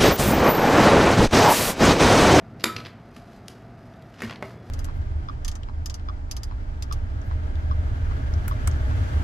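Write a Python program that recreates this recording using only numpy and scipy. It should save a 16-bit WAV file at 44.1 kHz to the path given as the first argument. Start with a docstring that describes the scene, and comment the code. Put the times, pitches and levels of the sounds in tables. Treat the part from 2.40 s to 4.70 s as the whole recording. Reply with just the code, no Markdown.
"""The rubber neck of a long balloon snaps off the fingertips as it is stretched and knotted.
Each snap is a sharp crack that sets the air inside ringing faintly; the recoiling tube thumps.
The rubber slips over the fingers in small ticks, sings thin notes and creaks as the knot tightens.
Fingers rub the balloon's skin between snaps. It is all close by, over the low hum of a quiet room."""
import sys
import numpy as np
from scipy import signal
from scipy.fft import rfft, irfft, next_fast_len
from scipy.io import wavfile
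from scipy.ndimage import map_coordinates

SR = 44100
rng = np.random.default_rng(int(sys.argv[2]) if len(sys.argv) > 2 else 0)


def unload_wav(signal):
    """Save mono or channel-first audio to the path in sys.argv[1] as 16-bit WAV at rate SR, clipped to [-1, 1]."""
    wavfile.write(
        sys.argv[1],
        SR,
        np.round(np.clip(np.atleast_2d(signal).T, -1, 1) * 32767).astype(np.int16),
    )


N = 101429

# A "colour" says how strong low and high sounds are. "fade" is the time to die away by 60 dB.
BACKGROUND_COLOUR = [(15, -27), (25, -2), (75, -7), (108, -7.5), (214, -2.5), (244, -9.5), (278, -8),
                     (411, -11.5), (481, -15.5), (520, -13.5), (578, -15), (694, -11), (1030, -22),
                     (1230, -17.5), (1650, -22.5), (2080, -26.5), (13000, -74.5)]  # the room's steady noise: f/Hz, level/dB
HUM_BANDS = [(113, 29, -50), (241.7, 16, -54.5), (676.4, 56, -58.5)]  # the room's hum: f/Hz, width/Hz, level/dB
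RUB_LEVELS = [(0, -70.5), (.17, -71.5), (.26, -52), (.47, -59.5), (.55, -70.5), (.73, -67), (.78, -58),
              (.84, -66), (.96, -61), (1.04, -68.5), (1.11, -60), (1.2, -67), (1.36, -71), (1.44, -66.5),
              (1.58, -69), (1.7, -66.5), (1.79, -64.5), (1.85, -51.5), (1.93, -63), (2, -68.5), (2.06, -55),
              (2.12, -60.5), (2.2, -69.5), (2.3, -61)]  # fingers rubbing: t/s, level/dB
RUB_TONE = [(300, -17.5), (1500, 6.5), (5000, 6.5), (7500, -3.5), (10500, -6.5), (12800, -4.5)]  # colour of the rubbing: f/Hz, level/dB
RUMBLE_LEVELS = [(0, -56), (.22, -46.5), (.3, -43.5), (.46, -42.5), (.53, -63), (1.02, -69), (1.09, -48),
                 (1.2, -53), (1.78, -76), (1.85, -38), (1.98, -47), (2.12, -43.5), (2.3, -49)]  # rumble of handling the balloon: t/s, level/dB
RUMBLE_COLOUR = [(25, -24), (55, -11.5), (115, 5), (230, -7.5), (500, -9.5), (1500, -40), (5000, -101)]  # colour of that rumble: f/Hz, level/dB
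RUBBER_COLOUR = [(900, 2), (1130, 3), (1750, 0.5), (4000, -2), (5700, 0.5), (6800, 3.5), (8600, -2.5),
                 (10200, 0)]  # colour of the tight rubber: f/Hz, level/dB
FINGER_SLIPS = [(0.196, -25, 4370, -19), (0.2052, -22, 4360, -19), (0.216, -25, 4070, -37),
                (0.2377, -4, 6540, 13), (.381, -19, 2700, -31), (0.401, -18, 3000, -25),
                (0.449, -16.5, 3500, -38), (0.458, -14.5, 3180, -36), (0.465, -16, 2100, -20),
                (0.763, -21, 1450, -15), (1.536, -38, 4410, -17), (1.621, -34, 3500, -8),
                (1.739, -30, 2940, -16), (1.803, -15.5, 1900, -24), (1.833, -12.5, 1840, -22),
                (1.845, -16, 2300, -14), (1.895, -13.5, 1740, -35), (1.9068, -14.5, 1880, -23),
                (1.9245, -16.5, 1960, -32), (1.956, -19, 2260, -27), (2.104, -22, 1210, -26)]  # small slips of the rubber: t/s, level/dB, f/Hz, treble/dB
# Snaps of the neck: t/s, relative level/dB, f/Hz, width/octaves, bass/dB, treble/dB, fade/s
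NECK_SNAPS = [(0.2412, 3.5, 2260, 1, 5, -5.5, 0.011), (0.3647, -12, 3250, 0.95, -2.5, -21, 0.018),
              (1.0825, -21, 2950, 1, -26, -2, 0.0067), (1.8203, -11, 1820, 0.32, -2, -22.5, 0.028),
              (2.0258, -11.5, 1340, 0.78, 11.5, -24, 0.026)]
AIR_NOTES = [(312, -60, .45), (368, -38.5, 0.34), (468.6, -32, 0.18), (913, -42, 0.26), (999, -47.5, 0.71),
             (1760, -47, 0.27), (2800, -53, 0.197)]  # ringing of the air inside: f/Hz, level/dB relative to the snap, fade/s
TUBE_THUMPS = [(.247, -27, 319.7, 0.22), (.251, -20.5, 224.6, 0.14), (1.823, -16.5, 387.3, 0.047),
               (1.828, -19, 227.6, 0.16), (2.02, -18, 601, 0.066), (2.026, -31, 388.5, 0.19),
               (2.04, -35.5, 650, 0.21)]  # low notes of the recoiling tube: t/s, level/dB, f/Hz, fade/s
THIN_NOTES = [(.306, -28.5, 1298, 0.021, 0.12), (.381, -38.5, 1293, .017, 0.24),
              (1.917, -47, 3350, .01, 0.081), (2.17, -68.5, 3385, 0.1, 1.5)]  # notes of the stretched neck: peak t/s, level/dB, f/Hz, rise/s, fade/s
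CREAK_LEVELS = [(1.72, -71), (1.8, -51), (1.835, -44.5), (1.878, -51), (1.91, -45), (1.99, -65),
                (2.04, -90)]  # the knot tightening: t/s, level/dB
CREAK_TONE = [(200, -27), (1100, 0.5), (2000, -1.5), (6000, -12), (13000, -39)]  # colour of the creak: f/Hz, level/dB
ECHO_FADES = [(150, 0.37), (600, 0.47), (2000, 0.47), (5000, 0.37), (12000, 0.27)]  # how long the room echoes: f/Hz, fade/s
ECHO_COLOUR = [(100, -15), (300, -14), (700, -4.5), (1800, -2.5), (5000, -7), (12000, -2.5)]  # colour of the room's echo: f/Hz, level/dB

BASS_EDGE_HZ = 604  # the bass of slips and snaps falls off above this


def amp(db):
    """Turn decibels into a number to multiply by."""
    return 10 ** (np.asarray(db) / 20)


def unit(x):
    """Scale a sound to an average strength (rms) of 1."""
    return x / np.sqrt(np.mean(x ** 2) + 1e-20)


def along(points, hz):
    """Read between the (f/Hz, value) rows of a table, on a pitch scale."""
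    f, v = np.transpose(points)
    return np.interp(np.log(hz + 1), np.log(f + 1), v)


def loudness(rows):
    """Join (t/s, level/dB) rows into one gain per sample."""
    return amp(np.interp(np.arange(N) / SR, *np.transpose(rows)))


def filtered(x, response):
    """Turn each frequency of x up or down by response(hz)."""
    n = x.shape[-1]
    m = next_fast_len(n + SR // 4)
    return irfft(rfft(x, m) * response(np.fft.rfftfreq(m, 1 / SR)), m)[..., :n]


def noise(colour):
    """Noise of strength 1 with the given colour."""
    return unit(filtered(rng.standard_normal(N), lambda hz: amp(along(colour, hz))))


def wobble(per_s):
    """A smooth curve through per_s random values a second."""
    return map_coordinates(rng.standard_normal(int(N * per_s / SR) + 2), [np.arange(N) * per_s / SR])


def pulse(gain):
    """The most sudden click (minimum phase) that has this gain at each frequency."""
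    cepstrum = irfft(np.log(gain + 1e-6))
    half = len(cepstrum) // 2
    cepstrum[1:half] *= 2
    cepstrum[half + 1:] = 0
    return irfft(np.exp(rfft(cepstrum)))


def room_tone():
    """The room's steady dull noise, with a few narrow bands that hum."""
    out = amp(-47) * noise(BACKGROUND_COLOUR)
    for centre_hz, width, db in HUM_BANDS:
        hum = filtered(rng.standard_normal(N), lambda hz: 1 / (1 + (2 * (hz - centre_hz) / width) ** 2))
        out += amp(db) * unit(hum)
    return out


def fingers():
    """Fingers rub the balloon with a grainy hiss, and handling it makes a dull rumble."""
    grain = amp(2 * wobble(per_s=250))
    rub = unit(noise(RUB_TONE) * grain)
    return rub * loudness(RUB_LEVELS) + noise(RUMBLE_COLOUR) * loudness(RUMBLE_LEVELS)


def rubber_band(hz, centre_hz, width_oct, treble_db, peak_top_hz=5140):
    """Gain at each frequency for a patch of rubber let go: one broad peak plus some treble."""
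    peak = np.exp(-.5 * (np.log2(hz / centre_hz) / width_oct) ** 2)
    peak /= np.sqrt(1 + (hz / peak_top_hz) ** 20)
    treble = amp(treble_db) * hz ** 2 / (hz ** 2 + centre_hz ** 2) / np.sqrt(1 + (hz / 11000) ** 2)
    return (peak + treble) * amp(along(RUBBER_COLOUR, hz))


def slips(size=2048, rise_s=.0025, fade_s=.016):
    """The rubber creeps over the fingers in short, soft-edged scrapes."""
    out, hz, t = np.zeros(N), np.fft.rfftfreq(size, 1 / SR) + 1, np.arange(size) / SR
    bass = amp(-5) / (1 + (hz / BASS_EDGE_HZ) ** 2)
    for s, db, centre_hz, treble_db in FINGER_SLIPS:
        friction = rng.standard_normal(size) * amp(-60 * t / fade_s) * (1 - np.exp(-t / rise_s)) ** 2
        band = rubber_band(hz, centre_hz, width_oct=1, treble_db=treble_db)
        scrape = signal.fftconvolve(friction, pulse(band + bass))[:size]
        add(out, s, amp(db) * in_room(scrape / np.linalg.norm(scrape)))
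    return out


def add(track, s, sound):
    """Mix a sound into the track, starting at s seconds."""
    part = track[round(s * SR):][:len(sound)]
    part += sound[:len(part)]


def in_room(sound, wall_s=.0148, early_s=.022):
    """The room answers a sound: scatter from nearby, an echo off the first wall, then a fading tail."""
    hz, t, spectrum = signal.stft(rng.standard_normal(SR * 2 // 3), SR, nperseg=256)
    fading = amp(-60 * t / along(ECHO_FADES, hz)[:, None])
    tail = signal.istft(spectrum * fading, SR, nperseg=256)[1]
    since_wall = np.arange(len(tail)) / SR - wall_s
    early_echoes = amp(.5) * np.exp(-np.abs(since_wall) / early_s)
    tail *= np.where(since_wall < 0, amp(.5), 1 + early_echoes)
    answer = amp(-3.5) * filtered(tail / np.linalg.norm(tail), lambda f: amp(along(ECHO_COLOUR, f)))
    answer[0] += 1  # the direct sound
    answer[round(wall_s * SR)] += amp(-20)  # the first wall
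    return signal.fftconvolve(sound, answer)


def crack(centre_hz, width_oct, bass_db, treble_db, fade_s, size=2048):
    """Rubber let go: one sharp click with a low push, then a brief, duller flutter of the skin."""
    hz, t = np.fft.rfftfreq(size, 1 / SR) + 1, np.arange(size) / SR
    band = rubber_band(hz, centre_hz, width_oct, treble_db)
    bass = amp(bass_db) / (1 + (hz / BASS_EDGE_HZ) ** 2) * hz ** 2 / (hz ** 2 + 170 ** 2)
    click = pulse(band + 2 * bass)
    flapping = rng.standard_normal(size) * amp(-60 * t / fade_s) * (1 - np.exp(-t / .00095))
    flapping *= amp(5) / np.linalg.norm(flapping)
    flutter = signal.fftconvolve(flapping, pulse(band / np.hypot(1, hz / 8000)))[:size]
    out = flutter - click
    return out / np.linalg.norm(out)


def air_ring(rise_s=.0012, spread_db=2.04):
    """The air in the balloon rings with several fading notes, in a slightly new mix each time."""
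    air, t = 0, np.arange(SR * 2 // 3) / SR
    for hz, db, fade_s in AIR_NOTES:
        strength = amp(db + rng.normal(0, spread_db) - 60 * t / fade_s)
        air += strength * np.sin(2 * np.pi * (hz * t + rng.random()))
    return air * (1 - np.exp(-t / rise_s))


def snaps(crack_boost_db=7):
    """The neck snaps off a fingertip: it cracks and sets the air inside ringing."""
    out = np.zeros(N)
    for s, db, centre_hz, width_oct, bass_db, treble_db, fade_s in NECK_SNAPS:
        snap = crack(centre_hz, width_oct, bass_db, treble_db, fade_s)
        add(out, s, amp(db + crack_boost_db) * in_room(snap))
        add(out, s, amp(db) * air_ring())
    return out


def thumps(rise_s=.012):
    """Soft low notes swell and die as the tube springs back."""
    out, t = np.zeros(N), np.arange(SR // 2) / SR
    swell = 1 - np.exp(-(t / rise_s) ** 2)
    for s, db, hz, fade_s in TUBE_THUMPS:
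        add(out, s, swell * amp(db - 60 * t / fade_s) * np.sin(2 * np.pi * hz * t))
    return out


def neck_notes(rough_db=2, waver_rad=.3, wobbles_per_s=130):
    """The tight neck sings briefly: each note swells and dies, rough in level and pitch."""
    out = np.zeros(N)
    for s, db, hz, rise_s, fade_s in THIN_NOTES:
        t = np.arange(N) / SR - s
        envelope = np.exp(np.minimum(t, 0) / rise_s) * amp(db - 60 * np.maximum(t, 0) / fade_s)
        roughness = amp(rough_db * wobble(wobbles_per_s))
        waver = waver_rad * wobble(wobbles_per_s)
        out += envelope * roughness * np.sin(2 * np.pi * hz * t + waver)
    return out


def creak(slips_per_s=1100):
    """A crowd of tiny slips blurs into a dull creak as the knot is pulled tight."""
    ticks = (rng.random(N) < slips_per_s / SR) * rng.standard_normal(N)
    return unit(filtered(ticks, lambda hz: amp(along(CREAK_TONE, hz)))) * loudness(CREAK_LEVELS)


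def scene(spread_above_hz=4100):
    """Everything sits in the centre, with the treble spread a little to left and right."""
    centre = room_tone() + fingers() + slips() + snaps() + thumps() + neck_notes() + creak()
    scatter = rng.standard_normal(SR // 400 * 2 + 1)
    scatter = scatter - scatter[::-1]  # keeps left and right equally loud
    side = signal.fftconvolve(centre, scatter / np.linalg.norm(scatter), mode="same")
    side = filtered(side, lambda hz: amp(-59) + amp(-13) / (1 + (spread_above_hz / (hz + 1)) ** 20))
    return np.array([centre + side, centre - side])


def record(dry, bottom_hz=38, ceiling=.8, top_hz=13130):
    """Cut the deepest bass, round off the tallest peaks and cut the highest treble."""
    low_cut = filtered(dry, lambda hz: 1 / np.sqrt(1 + (bottom_hz / (hz + 1)) ** 10))
    rounded = low_cut / (1 + np.abs(low_cut / ceiling) ** 4) ** .25
    return filtered(rounded, lambda hz: 1 / np.sqrt(1 + (hz / top_hz) ** 180))


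dry = scene()
out = record(dry)
unload_wav(out)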